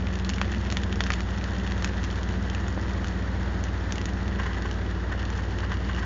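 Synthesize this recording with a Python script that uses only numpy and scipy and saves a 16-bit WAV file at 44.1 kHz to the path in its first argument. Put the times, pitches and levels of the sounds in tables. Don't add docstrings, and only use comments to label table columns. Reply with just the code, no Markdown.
import sys
import numpy as np
from scipy import signal
from scipy.fft import rfft, irfft
from scipy.io import wavfile

SR = 44100
rng = np.random.default_rng(int(sys.argv[2]) if len(sys.argv) > 2 else 0)


def transcribe(u):
    v = np.clip(np.atleast_2d(u).T, -1, 1)
    q = np.round(v * 32767).astype(np.int16)
    wavfile.write(sys.argv[1], SR, q)


N = 266805
TIME_S = np.arange(N) / SR

# time_s, firing_hz
IDLE_SPEED = [(0, 61.63), (0.3, 61.8), (0.6, 62.97), (1.05, 61.72), (1.22, 59.84), (1.38, 60.79),
              (1.98, 60.85), (2.14, 59.53), (2.62, 61.74), (3.19, 59.96), (3.38, 61.14), (3.77, 59.7),
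              (4.33, 61.55), (4.63, 57.97), (5.3, 60.02), (5.55, 58.93), (5.75, 59.82), (6.05, 59.24)]
# cycle_multiple, level_db, swell_db_per_firing_hz
EXHAUST_TONES = [(3, -66, 2.5), (5, -52, 1), (8, -30.5, 0), (11, -36.5, 1), (12, -50.5, 2.5),
                 (13, -36.5, -0.5), (16, -52, 0.5), (19, -56, -3.5), (24, -39.5, 1.06), (25, -49, 1.5),
                 (26, -48, -0.5), (27, -44.5, 3), (28, -68, 7), (29, -66.5, -3), (35, -54, 0),
                 (43, -53.5, 2), (45, -52.5, -0.5), (48, -56.5, -2.5), (59, -56, -1.5)]
CYLINDER_BANK = np.array([0, 1, 1, 0, 1, 0, 0, 1])
# freq_hz, density_db
RUMBLE_SPECTRUM = [(15, -8.5), (45, -3.5), (68, 1), (105, 1.5), (135, -0.5), (160, -2), (195, 4.5),
                   (230, 1), (350, -1.5), (500, -6.5), (800, -12), (2000, -16), (7000, -47.5)]
# time_s, level_db
ROAR_LEVEL = [(0, -43.5), (0.8, -43.5), (1.05, -41), (1.5, -41), (3.2, -41), (5.0, -42), (6.05, -42.5)]
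# freq_hz, density_db
ROAR_SPECTRUM = [(100, -8.5), (400, -2.5), (700, 1), (950, 2), (1150, -1.5), (1600, 1), (1950, 1.5),
                 (2150, -3), (2600, -11), (4000, -5.5), (7500, -19)]
# time_s, relative_db
BURN_LEVEL = [(0.0, -47.5), (0.49, -43), (0.79, -49), (1.09, -45), (1.41, -46), (1.85, -44.5), (2.4, -46.5),
              (3.47, -51), (3.89, -48.5), (4.52, -52), (4.9, -48.5), (5.09, -59), (5.36, -46.5),
              (5.61, -52), (6.05, -48)]
# freq_hz, density_db
SIZZLE_SPECTRUM = [(300, -22), (1200, -2), (3000, 3), (5000, -0.5), (7500, -6.5)]
# start_s, relative_db, low_hz, high_hz, ring_hz
STEM_SNAPS = [(0.0702, -28.5, 1000, 3000, 2400), (0.1551, -32, 600, 3400, 3700),
              (0.248, -26.5, 2300, 4800, 4100), (0.293, -18.5, 1300, 9000, 2730),
              (0.2998, -25, 2000, 4000, 2730), (0.336, -28, 2000, 3420, 2950),
              (0.3833, -28, 1600, 2820, 2210), (0.4151, -15.5, 603, 3400, 1400),
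              (0.4795, -36, 1600, 2800, 2200), (0.547, -29.5, 1600, 2800, 2820),
              (0.6508, -33.0, 2000, 4000, 2600), (0.7022, -24.5, 2000, 4200, 4200),
              (0.7147, -29, 3000, 5400, 4200), (0.7244, -19.5, 600, 9000, 4400),
              (0.7701, -17, 2000, 4300, 3520), (0.8352, -26.5, 2500, 3930, 3180),
              (0.9271, -24.5, 1800, 3600, 3060), (0.9577, -32, 2500, 5400, 5440),
              (1.0063, -14, 696, 4000, 3300), (1.0382, -22, 2500, 5000, 5300),
              (1.0656, -25.5, 600, 3400, 1400), (1.0697, -29, 1000, 6500, 2700),
              (1.1039, -16, 750, 3300, 1520), (1.1093, -28, 700, 2400, 1200),
              (1.1203, -23, 2500, 4000, 2270), (1.133, -29, 2200, 5000, 3000),
              (1.137, -21, 1600, 5400, 3000), (1.206, -25.5, 800, 5400, 2400),
              (1.441, -28, 2000, 4640, 4500), (1.665, -31.5, 1600, 2800, 2900),
              (1.6756, -28, 1000, 3380, 3600), (1.7208, -26, 600, 4600, 4200),
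              (1.824, -25.5, 800, 5400, 3100), (1.8455, -16.5, 1000, 9000, 5400),
              (2.0406, -26, 1000, 9000, 5960), (2.0474, -31, 1600, 6500, 6850),
              (2.103, -32.5, 1600, 3400, 3200), (2.1277, -36, 1600, 4500, 3000),
              (2.232, -29.5, 600, 9000, 3130), (2.2895, -32.5, 1800, 5000, 2700),
              (2.4996, -28, 2500, 4600, 3120), (2.5487, -29, 1600, 9000, 2500),
              (2.682, -28.5, 800, 6500, 6930), (3.0448, -27, 1300, 4000, 1400),
              (3.0725, -32, 3800, 8000, 4400), (3.0834, -30, 2000, 9000, 6340),
              (3.6394, -27, 2000, 8000, 6100), (3.9232, -20.5, 1300, 9000, 6000),
              (3.957, -29, 2500, 8000, 2300), (3.9819, -26.5, 1000, 6000, 2800),
              (4.015, -28, 800, 5400, 5600), (4.0564, -23, 2000, 9000, 6450),
              (4.2803, -32.0, 2500, 5400, 2300), (4.4337, -36, 600, 4600, 1500),
              (4.6223, -32, 3000, 4600, 4800), (4.7126, -28.5, 1600, 5500, 3000),
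              (5.229, -36, 2400, 4000, 2900), (5.253, -32.5, 3020, 4600, 3020),
              (5.3027, -31.0, 603, 6500, 1700), (5.587, -31.5, 2500, 4000, 2800),
              (5.7189, -28.5, 600, 2830, 1020), (5.9323, -35.5, 2000, 3400, 3700)]
# pitch_hz, relative_db
KNOCK_MODES = [(540, 6.0), (860, 8.5), (1350, -18.5), (1800, -5)]
# time_s, relative_db
CRUNCH_LEVEL = [(4.15, -64), (4.33, -49.5), (4.48, -49.5), (4.66, -54), (4.8, -66), (5.15, -52),
                (5.25, -48), (5.4, -54.5), (5.8, -50.5), (6.05, -51)]
# freq_hz, density_db
CRUNCH_SPECTRUM = [(600, -14), (1200, -5), (1520, 1.5), (1900, -4), (2550, -11.5), (3400, -8.5),
                   (4000, -6.5), (4500, 0), (7000, -17)]
# peak_s, level_db, pitch_hz
FUEL_FLARES = [(4.322, -37, 1500), (4.399, -27.5, 1470), (4.437, -37, 1550), (4.464, -29.5, 1500),
               (4.512, -38, 1480), (4.546, -37, 1590), (4.577, -36, 1550), (4.658, -32, 1440),
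               (5.124, -30, 1500), (5.396, -33.5, 1420), (5.635, -32.5, 1540), (5.72, -28.5, 1470),
               (5.897, -33, 1500), (5.984, -32.5, 1620), (6.033, -32.5, 1480)]
# pitch_multiple, density_db
FLARE_SPECTRUM = [(0.3, -14.5), (0.55, -6.5), (0.75, 1), (0.86, -8), (1.02, 3), (1.3, -0.5), (1.7, -11.5),
                  (2, -6), (2.4, -14), (4.7, -20)]
# freq_hz, gain_db
MIC_RESPONSE = [(1100, 0), (1930, 1.5), (2130, -5), (2700, -2.5), (3050, -2), (3550, -3), (3950, -7.5),
                (4480, -5.5), (4900, -8), (5450, -4.5), (5950, -6), (6800, -2), (7150, -7.5), (7480, -19.5),
                (7750, -34)]


def gain_of(db):
    return 10 ** (np.asarray(db) / 20)


def unit_rms(x):
    return x / np.sqrt(np.mean(x ** 2) + 1e-20)


def spectrum_gain(spectrum, hz):
    freq_hz, db = np.transpose(spectrum)
    return gain_of(np.interp(np.log(hz + 1), np.log(freq_hz + 1), db))


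def follow(curve):
    return np.interp(TIME_S, *np.transpose(curve))


def add(mix, start_s, sound):
    part = mix[max(round(start_s * SR), 0):][:len(sound)]
    part += sound[:len(part)]


def coloured(x, spectrum):
    hz = np.fft.rfftfreq(len(x), 1 / SR)
    return unit_rms(irfft(rfft(x) * spectrum_gain(spectrum, hz), len(x)))


def noise(spectrum):
    return coloured(rng.standard_normal(N), spectrum)


def drift(rate_hz, size=4096):
    hz = np.fft.rfftfreq(size, N / SR / size)
    slow = irfft(rfft(rng.standard_normal(size)) / (1 + (hz / rate_hz) ** 4))
    return unit_rms(np.interp(TIME_S, np.linspace(0, N / SR, size), slow))


def grains(per_s, size, spread_db=4):
    strength = rng.choice([-1, 1], size) * gain_of(spread_db * rng.standard_normal(size))
    return strength * (rng.random(size) < per_s / SR)


def engine(start_cycles=0.798, lag_firings=0.2, waver=0.0078, waver_hz=2.5,
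           muffler_hz=66, muffler_width_hz=10, resonance=1.6):
    cylinders = len(CYLINDER_BANK)
    firing_hz = follow(IDLE_SPEED)
    mean_hz = firing_hz.mean()
    cycles = start_cycles + np.cumsum(firing_hz) / SR / cylinders
    arrival_cycles = (np.arange(cylinders) + lag_firings * CYLINDER_BANK) / cylinders
    exhaust = np.zeros(N)
    for order, level_db, swell_db_per_hz in EXHAUST_TONES:
        tone_hz = order * mean_hz / cylinders
        muffler = 1 + resonance / (1 + 2j * (tone_hz - muffler_hz) / muffler_width_hz)
        phase_rad = np.angle(muffler * np.exp(-2j * np.pi * order * arrival_cycles).sum())
        strength = gain_of(level_db + swell_db_per_hz * (firing_hz - mean_hz))
        uneven = 1 + waver * order * drift(waver_hz)
        exhaust += np.sqrt(2) * strength * uneven * np.cos(2 * np.pi * order * cycles + phase_rad)
    return exhaust + rumble(cylinders * cycles)


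def rumble(firings, level_db=-37, throb=0.23):
    pulse = 1 + throb * np.cos(2 * np.pi * firings)
    return gain_of(level_db) * unit_rms(noise(RUMBLE_SPECTRUM) * pulse)


def flames(flutter_db=1, flutter_hz=25, sizzle_db=-2, flicker_db=2.6, flicker_hz=140):
    roar = noise(ROAR_SPECTRUM) * gain_of(follow(ROAR_LEVEL) + flutter_db * drift(flutter_hz))
    sizzle = noise(SIZZLE_SPECTRUM) * gain_of(follow(BURN_LEVEL) + sizzle_db)
    return roar + sizzle * gain_of(flicker_db * drift(flicker_hz))


def crack(low_hz, high_hz, ring_hz, ring_gain, ring_width_hz=280,
          splinter_gain=0.06, splinter_s=0.0024, scatter_gain=0.016, scatter_s=0.012):
    t = np.arange(2048) / SR
    envelope = splinter_gain * np.exp(-t / splinter_s) + scatter_gain * np.exp(-t / scatter_s)
    burst = rng.standard_normal(len(t)) * envelope
    burst[0] = 1
    burst = signal.lfilter(*signal.butter(2, low_hz, "highpass", fs=SR), burst)
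    burst = signal.lfilter(*signal.butter(2, high_hz, fs=SR), burst)
    burst /= np.sqrt(np.mean(burst[t < 0.0015] ** 2))
    ring = signal.lfilter(*signal.iirpeak(ring_hz, ring_hz / ring_width_hz, SR), burst)
    return burst + ring_gain * ring


def crackle(per_s=60, gain_db=4.5, spread_db=2.5, cap_db=6, low_hz=1700, high_hz=5600, pitches=30):
    out, burn_db = np.zeros(N), follow(BURN_LEVEL)
    for hz in np.geomspace(low_hz, high_hz, pitches):
        onsets = np.flatnonzero(rng.random(N) < per_s / pitches / SR)
        size_db = np.minimum(spread_db * rng.exponential(1, N)[onsets], cap_db)
        clicks = np.zeros(N)
        clicks[onsets] = gain_of(burn_db[onsets] + gain_db + size_db)
        burst = crack(0.58 * hz, 1.4 * hz, hz, ring_gain=1.67, splinter_gain=0.1)
        out += signal.oaconvolve(clicks, burst)[:N]
    return out


def snaps(gain_db=-1, light_db=-30, hard_db=-18, light_ring=1.4, hard_ring=0.5):
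    out = np.zeros(N)
    for start_s, relative_db, low_hz, high_hz, ring_hz in STEM_SNAPS:
        ring_gain = np.interp(relative_db, [light_db, hard_db], [light_ring, hard_ring])
        add(out, start_s, gain_of(relative_db + gain_db) * crack(low_hz, high_hz, ring_hz, ring_gain))
    return out


def woodland_echo(x, wet_db=-13, t60_s=0.23, taps_per_s=1500):
    t = np.arange(SR // 2) / SR
    taps = rng.standard_normal(len(t)) * (rng.random(len(t)) < taps_per_s / SR)
    taps *= gain_of(-60 * t / t60_s)
    return x + gain_of(wet_db) * signal.oaconvolve(x, taps / np.linalg.norm(taps))[:N]


def knock(start_s=2.7765, gain_db=-29, decay_s=0.0012):
    out, t = np.zeros(N), np.arange(SR // 20) / SR
    ring = sum(gain_of(db) * np.sin(2 * np.pi * hz * t) for hz, db in KNOCK_MODES)
    add(out, start_s, gain_of(gain_db) * ring * np.exp(-t / decay_s))
    return out


def crunch(clicks_per_s=220, sputter_db=3.5, sputter_hz=30, ring_band_hz=(2800, 3060), ring_db=-3):
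    clicks = grains(clicks_per_s, N)
    ring = unit_rms(signal.lfilter(*signal.butter(1, ring_band_hz, "bandpass", fs=SR), clicks))
    envelope = gain_of(follow(CRUNCH_LEVEL) + sputter_db * drift(sputter_hz))
    return (coloured(clicks, CRUNCH_SPECTRUM) + gain_of(ring_db) * ring) * envelope


def flares(grains_per_s=4000, lead_s=0.03, rise_s=0.0073, fall_s=0.0091, linger_db=-13, linger_s=0.026):
    out, t = np.zeros(N), np.arange(SR // 5) / SR - lead_s
    fall = np.hypot(np.exp(-t / fall_s), gain_of(linger_db) * np.exp(-t / linger_s))
    envelope = np.minimum(np.exp(t / rise_s), fall)
    for peak_s, level_db, pitch_hz in FUEL_FLARES:
        puff = coloured(grains(grains_per_s, len(t)), np.array(FLARE_SPECTRUM) * [pitch_hz, 1])
        add(out, peak_s - lead_s, gain_of(level_db) * envelope * puff)
    return out


def scene():
    bed = engine() + flames()
    transients = snaps() + crackle() + flares() + crunch() + knock()
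    return (bed + woodland_echo(transients))[None]


def record(dry, cutoff_hz=8823, mic_taps=2048):
    log_gain = np.log(spectrum_gain(MIC_RESPONSE, abs(np.fft.fftfreq(mic_taps, 1 / SR))))
    mic_impulse = np.fft.ifft(np.exp(np.conj(signal.hilbert(log_gain)))).real
    heard = signal.oaconvolve(dry, mic_impulse[None])[:, :N]
    lowpass = signal.firwin(401, cutoff_hz, window=("kaiser", 8), fs=SR)
    return signal.oaconvolve(heard, lowpass[None], "same")


dry = scene()
out = record(dry)
transcribe(out)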